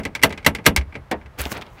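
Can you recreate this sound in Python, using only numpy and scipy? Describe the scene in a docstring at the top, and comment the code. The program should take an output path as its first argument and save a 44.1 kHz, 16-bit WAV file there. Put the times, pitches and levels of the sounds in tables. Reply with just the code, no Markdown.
"""A front porch, close to the door: a metal knocker is rapped, rattles on its hinge and is let go.
Raps are noise cracks, ringing metal and door modes and a dense noise ring; the porch adds a dull echo.
Low thumps are dying sines. Then a hollow knock of modes and a gritty scrape of tiny noise slips,
probably a shoe stepping back, over quiet outdoor air made of coloured noise.
The loud raps overload the microphone."""
import sys
import numpy as np
from scipy import signal
from scipy.fft import rfft, irfft
from scipy.io import wavfile

SR = 44100
rng = np.random.default_rng(int(sys.argv[2]) if len(sys.argv) > 2 else 0)


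def int16_out(signal):
    """Quantize to a 16-bit WAV file."""
    q = np.round(np.clip(np.atleast_2d(signal).T, -1, 1) * 32767)
    wavfile.write(sys.argv[1], SR, q.astype(np.int16))


N = 79380
T = np.arange(SR // 2) / SR  # s, the life of one blow


def amp(db):
    """Decibels to gain."""
    return 10 ** (np.asarray(db) / 20)


def evened(x):
    """Scales to rms 1."""
    return x / np.sqrt(np.mean(x ** 2) + 1e-20)


def add(mix, start_s, sound):
    """Mixes a sound in at start_s; whatever falls outside the mix is cut off."""
    at = int(round(start_s * SR))
    sound = sound[max(-at, 0):]
    part = mix[max(at, 0):][:len(sound)]
    part += sound[:len(part)]


def filtered(x, gain):
    """Filters by a gain given as a function of frequency."""
    f = np.fft.rfftfreq(2 * len(x), 1 / SR) + 1  # +1 Hz keeps logs and ratios finite
    return irfft(rfft(x, 2 * len(x)) * gain(f))[:len(x)]


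def coloured(x, points):
    """Shapes x by a gain curve through (Hz, dB) points, then scales to rms 1."""
    hz, db = np.transpose(points)
    return evened(filtered(x, lambda f: amp(np.interp(np.log(f), np.log(hz), db))))


def rise(seconds):
    """Exponential attack of a blow."""
    return 1 - np.exp(-T / seconds)


def decay(t60_s):
    """Exponential decay by 60 dB in t60_s."""
    return np.exp(-np.log(1000) * T / t60_s)


def ring(modes):
    """Struck modes: dying sines of alternating sign."""
    out = np.zeros(len(T))
    for k, (hz, db, t60_s) in enumerate(modes):
        out += (-1) ** k * amp(db) * decay(t60_s) * np.sin(2 * np.pi * hz * T)
    return out


def wash(bands):
    """Countless modes and echoes: noise whose bands each die at their own speed."""
    hz, db, t60_s = np.transpose(bands)
    log_f = np.log(np.fft.rfftfreq(len(T), 1 / SR) + 1)
    noise = rfft(rng.standard_normal(len(T))) * amp(np.interp(log_f, np.log(hz), db))
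    out = np.zeros(len(T))
    for band, band_t60_s in zip(np.eye(len(hz)), t60_s):
        weight = np.interp(log_f, np.log(hz), band)  # overlapping triangles that sum to 1
        out += irfft(noise * weight, len(T)) * decay(band_t60_s)
    return out


# Spectrum of the outdoor air. Each row: frequency in Hz, relative level in dB per Hz.
AIR_COLOUR = [(20, -23), (40, 4.5), (70, 1.5), (120, 1), (250, -14.5), (500, -13), (1100, -13.5),
              (2200, -22.5), (3500, -31), (7000, -41), (16000, -47.5)]
AIR_DB, AIR_SWELL_DB = -46, 1  # mid level; rms of the swell


def air():
    """Distant outdoor rumble: coloured noise that swells a little, slower than about 8 Hz."""
    swell = evened(filtered(rng.standard_normal(N), lambda f: np.exp(-(f / 8) ** 2)))
    return amp(AIR_DB + AIR_SWELL_DB * swell) * coloured(rng.standard_normal(N), AIR_COLOUR)


# Soft low thumps. Each row: start in seconds, level in dB, pitch in Hz, t60 in seconds.
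THUMPS = [(0.7721, -5.5, 66.6, 0.18), (0.867, -26, 79.8, 0.23), (.965, -29.5, 128, 0.18),
          (.98, -33, 75.5, 0.24), (1.125, -33, 72, .4), (1.246, -32, 69.8, 0.29), (1.394, -14, 67, 0.14),
          (1.451, -18, 66.7, 0.11), (1.561, -31.5, 82, 0.21)]
THUMP_RISE_S = 0.0066


def thumps():
    """Low booms, one dying sine each, as the hand leaves the door and weight shifts on the porch."""
    out = np.zeros(N)
    for start_s, db, hz, t60_s in THUMPS:
        add(out, start_s, ring([(hz, db, t60_s)]) * rise(THUMP_RISE_S) ** 2)
    return out


# Scrape of the sole. Each row: time in seconds, level of the body, of the rasp and of the hiss in dB.
SCRAPE_LEVELS = [(1.37, -66, -63, -86), (1.388, -36, -37.5, -33), (1.403, -29, -29, -31),
                 (1.425, -39, -33.5, -48), (1.448, -39.5, -42, -46), (1.461, -28.5, -37.5, -43.5),
                 (1.49, -42.5, -46.5, -50), (1.51, -42.5, -43, -38), (1.521, -24, -36, -31),
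                 (1.537, -38.5, -41, -48), (1.56, -32.5, -36.5, -56), (1.585, -36, -38.5, -65),
                 (1.604, -37.5, -55, -67), (1.62, -39, -32, -56), (1.64, -44, -57, -70.5),
                 (1.675, -46.5, -51, -72), (1.74, -67.5, -78, -63), (1.786, -49.5, -47.5, -68.5)]
# Spectra of body, rasp and hiss. Each row: frequency in Hz, relative level in dB per Hz.
BODY_COLOUR = [(40, -6), (200, 1), (850, -2), (1400, -11), (2500, -30), (16000, -68)]
RASP_COLOUR = [(500, -39), (1300, 5.5), (2300, 4.5), (3200, -0.5), (4600, -7), (7000, -23), (16000, -43)]
HISS_COLOUR = [(2500, -25.5), (6000, 4.5), (10000, -2.5), (13500, 1), (16000, 1.5)]
GRAINS_PER_S, GRAIN_SPREAD_DB = 7000, 2.6


def scrape():
    """A dragged sole sheds thousands of tiny slips of uneven size."""
    t = np.arange(N) / SR
    times_s, *levels = np.transpose(SCRAPE_LEVELS)
    out = np.zeros(N)
    for colour, level_db in zip((BODY_COLOUR, RASP_COLOUR, HISS_COLOUR), levels):
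        slips = (rng.random(N) < GRAINS_PER_S / SR) * rng.standard_normal(N)
        slips *= amp(GRAIN_SPREAD_DB * np.minimum(rng.exponential(1, N), 4))
        envelope = np.where(t > times_s[0], amp(np.interp(t, times_s, level_db)), 0)
        out += coloured(slips, colour) * envelope
    return out


# Grit cracking under the sole. Each row: start in seconds, level in dB, centre in Hz, width in octaves.
GRIT_SNAPS = [(1.3975, -22, 3500, 1), (1.4095, -16, 13000, .7), (1.4165, -18, 10000, 1.2),
              (1.4390, -26, 3000, .6), (1.4545, -17, 3100, .6), (1.5180, -17, 900, 1),
              (1.5255, -22, 3500, 1.4), (1.5560, -27, 1500, 1), (1.5700, -28, 3000, 1),
              (1.5765, -35, 9000, 1), (1.666, -40, 3000, 1), (1.6135, -29, 2900, .7),
              (1.6180, -30, 1800, .5), (1.6240, -29, 2700, .6)]
GRIT_DECAY_S, GRIT_TAIL_DB, GRIT_TAIL_DECAY_S = 0.00085, -21, 0.013  # time constants; tail re snap


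def grit():
    """Single larger grains snap: band noise, each with a short echo as a weak slower decay."""
    fade = np.exp(-T / GRIT_DECAY_S) + amp(GRIT_TAIL_DB) * np.exp(-T / GRIT_TAIL_DECAY_S)
    out = np.zeros(N)
    for start_s, db, hz, octaves in GRIT_SNAPS:
        noise = rng.standard_normal(len(T))
        snap = filtered(noise, lambda f: 1 / (1 + (np.log2(f / hz) / octaves) ** 2) ** 2)
        add(out, start_s, amp(db) * evened(snap) * fade)
    return out


# Modes of the hollow surface under the heel. Each row: frequency in Hz, level in dB, t60 in seconds.
STEP_MODES = [(203.7, -22.5, 0.2), (283, -33, .1), (356.6, -17, 0.12), (504, -20.5, 0.092),
              (542, -18.5, 0.098), (630, -37, .1), (749, -17, 0.086), (930, -27, 0.16), (1870, -16, 0.063)]
# Dense ring of the step. Each row: frequency in Hz, relative level in dB per Hz, t60 in seconds.
STEP_WASH = [(60, -23, 0.43), (318, -4, 0.21), (705, 1, 0.14), (1390, -13, 0.13), (2120, -5.5, 0.096),
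             (3000, -13, 0.074), (5800, -19, 0.045), (16000, -24.5, 0.021)]
STEP_S, STEP_WASH_RISE_S, STEP_MODES_RISE_S = 1.1120, 0.0031, 0.0056


def step():
    """A heel lands with a hollow knock: surface modes plus a dense noise ring."""
    out = np.zeros(N)
    body = ring(STEP_MODES) * rise(STEP_MODES_RISE_S)
    dense = wash(STEP_WASH) * rise(STEP_WASH_RISE_S)
    add(out, STEP_S, body + dense)
    return out


# Modes of the knocker, then of the door. Each row: frequency in Hz, relative level in dB, t60 in seconds.
KNOCKER_MODES = [(1261, -15, 0.057), (1332, -17, .09), (1582, -12.5, 0.08), (1678, -14.5, 0.057),
                 (1985, -6, 0.025), (2157, -15, 0.077), (2749, -15, 0.041), (2938, -30.5, 0.091),
                 (3446, -20.5, 0.038), (3933, -17.5, 0.037), (4420, -17, 0.04), (5770, -27.5, 0.048),
                 (8172, -21.5, 0.031), (11150, -29, 0.048), (11970, -29.5, .055)]
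DOOR_MODES = [(67.8, -26.5, .4), (85.2, -23.5, 0.35), (111, -23, 0.21), (156.3, -18, 0.17),
              (205.9, -25.5, .36), (239.7, -31.5, 0.36), (273.7, -19, .21), (344.8, -28, .17),
              (397.7, -21, 0.1), (437.6, -18.5, .15), (473.5, -13.5, 0.13), (585.5, -22, 0.13),
              (652, -25, 0.072), (867, -16.5, .09), (932, -23.5, .08), (1067, -17.5, 0.04)]
RESONANCE_DB, RESONANCE_Q = 5, 35
STRIKE_SPREAD_DB = 0.8


def resonant(f):
    """Gain that lifts the dense ring near the modes of knocker and door."""
    nearness = 0
    for hz, _, _ in KNOCKER_MODES + DOOR_MODES:
        nearness = nearness + 1 / (1 + (2 * RESONANCE_Q * (f / hz - 1)) ** 2)
    return amp(RESONANCE_DB * np.minimum(nearness, 1))


def struck(modes):
    """Each blow lands a little differently and so weights the modes a little differently."""
    return ring([(hz, db + STRIKE_SPREAD_DB * rng.standard_normal(), t60_s) for hz, db, t60_s in modes])


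METAL_RISE_S, DOOR_RISE_S, WASH_RISE_S = 0.0012, 0.0016, 0.0006
WASH_ALIKE = 0.64  # power share of the dense ring that is the same for every blow of a kind
CLINK_T60_S = 0.039  # the strongest metal mode, whose pitch shifts with the grip
CRACK_DECAY_S, CRACK_HZ = 0.0026, 7500  # bare metal contact: time constant, upper edge
SING_HZ, SING_DB, SING_T60_S = 10090, -52, 0.22  # thin high note that lingers in the metal
TREBLE_HZ = 3970  # midpoint of the treble shelf


def blows(rows, bands, wash_db, ring_db, clink_db, door_db, bass_hz):
    """Each contact cracks, rings the metal and shakes the door, with its own share of bass and treble."""
    out = np.zeros(N)
    shared = wash(bands)
    sing = ring([(SING_HZ, SING_DB, SING_T60_S)])
    for start_s, db, treble_db, bass_db, crack_db, clink_hz in rows:
        clink = ring([(clink_hz, clink_db, CLINK_T60_S)])
        metal = (amp(ring_db) * struck(KNOCKER_MODES) + clink) * rise(METAL_RISE_S)
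        door = amp(door_db) * struck(DOOR_MODES) * rise(DOOR_RISE_S)
        dense = np.sqrt(WASH_ALIKE) * shared + np.sqrt(1 - WASH_ALIKE) * wash(bands)
        dense = amp(wash_db) * filtered(dense, resonant) * rise(WASH_RISE_S)
        noise = filtered(rng.standard_normal(len(T)), lambda f: 1 / (1 + (f / CRACK_HZ) ** 2))
        crack = amp(crack_db) * noise * np.exp(-T / CRACK_DECAY_S)

        def tone(f):
            """Treble and bass shelves of this blow."""
            treble = treble_db / (1 + (TREBLE_HZ / f) ** 2)
            bass = bass_db / (1 + (f / bass_hz) ** 4)
            return amp(treble + bass)

        blow = filtered(metal + door + dense + crack, tone)
        add(out, start_s, amp(db) * (blow + sing))
    return out


# Hard raps, the first already dying away, then light contacts of the loose knocker. Each row:
# start in seconds, relative level in dB, treble shelf in dB, bass shelf in dB, crack in dB, clink in Hz.
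RAPS = [(-.030, -5, -9.5, 0.5, -7, 2010), (.2341, 0, -2.5, -4.5, 2, 2017),
        (.4635, -2.5, -1.5, 3, 0.5, 2023), (.6637, 0.5, 0, 4, 3, 2068)]
RATTLES = [(.0335, -30, 2, -7, -14, 2110), (.0520, -14.5, -4, 4.5, -2.5, 2013),
           (.1510, -13.5, -0.5, -7.5, -5.5, 2238), (.1930, -30, -12, 0.5, -18, 2220),
           (.2165, -26, -6, 2, -8, 2270), (.2265, -17.5, 13.5, -0.5, -10, 2220),
           (.2945, -38, 7, -4, -1, 2100), (.3040, -18.5, -12, 5.5, -12, 2080),
           (.3255, -21, -6, 0, -3.5, 2000), (.3755, -19.5, -9, -6.5, -24, 2510),
           (.4020, -39, -11, -4, -12, 2260), (.4275, -34, -10.5, -2.5, -18.5, 2200),
           (.4468, -19, 4, -4.5, -23, 2195), (.5495, -16.5, 1.5, -2, -4.5, 2080),
           (.5850, -20.5, -25, 4.5, -9, 2070), (.6420, -37, 2, 0, -16, 2100),
           (.6520, -25.5, -10.5, 4.5, 3, 2100), (.6575, -12, 10, 0, -30, 2170), (.7628, -8, 3, -4, 4, 2250),
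           (.7730, -13.5, 3.5, -7, -5, 2124), (.8105, -24.5, -11, -3, -16, 2250),
           (.9240, -28.5, -22.5, -2, -17, 2330), (.9420, -31.5, -13, -1.5, -14, 2370),
           (.9525, -17.5, -17.5, 0.5, -19.5, 2260), (1.2130, -32.5, -24, 3, -18, 2260),
           (1.2590, -31, -15.5, 0.5, -19, 2640)]
# Dense ring of door and porch after a rap, then after a light contact.
# Each row: frequency in Hz, relative level in dB per Hz, t60 in seconds.
RAP_WASH = [(40, -9.5, 0.54), (130, -8.5, 0.46), (310, 1, 0.22), (725, 0, .14), (1300, 0.5, 0.089),
            (2100, 0, 0.1), (4100, 1.5, 0.055), (6400, -9.5, 0.07), (9500, -9.5, 0.062), (12300, -5, 0.059),
            (16000, -16, .06)]
RATTLE_WASH = [(40, -5.5, 0.33), (200, 2, 0.21), (710, -2.5, 0.15), (1400, -5, 0.084), (2200, 6, 0.094),
               (3100, -4.5, 0.072), (5500, -8, .06), (7800, -13.5, .06), (15600, -29, .06)]
ECHO_S, ECHO_DB, ECHO_HZ = 0.0212, -22.5, 1120  # dull echo from across the porch: delay, gain, upper edge


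def knocker():
    """Hard raps, with the hinge rattling in between and after, and their low-passed echo."""
    out = blows(RAPS, RAP_WASH, wash_db=-1, ring_db=1.5, clink_db=-2, door_db=0, bass_hz=210)
    out += blows(RATTLES, RATTLE_WASH, wash_db=-2, ring_db=-11, clink_db=-4.5, door_db=-8, bass_hz=800)
    echo = filtered(out, lambda f: 1 / (1 + (f / ECHO_HZ) ** 4))
    add(out, ECHO_S, amp(ECHO_DB) * echo)
    return out


def scene():
    """Everything at the one microphone."""
    return (knocker() + thumps() + step() + scrape() + grit() + air())[None]


OVERLOAD_LEVEL, LOW_CUT_HZ, EDGE_HZ = 1.0, 35, 15850


def record(dry):
    """The microphone drops the deepest bass, overload flattens the loud raps; then the band limit."""
    low_cut = signal.butter(2, LOW_CUT_HZ, "high", fs=SR, output="sos")
    dry = signal.sosfilt(low_cut, dry)
    clipped = dry / (1 + (dry / OVERLOAD_LEVEL) ** 6) ** (1 / 6)
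    band_limit = signal.firwin(301, EDGE_HZ, window=("kaiser", 7), fs=SR)
    return signal.oaconvolve(clipped, band_limit[None], "same")


dry = scene()
out = record(dry)
int16_out(out)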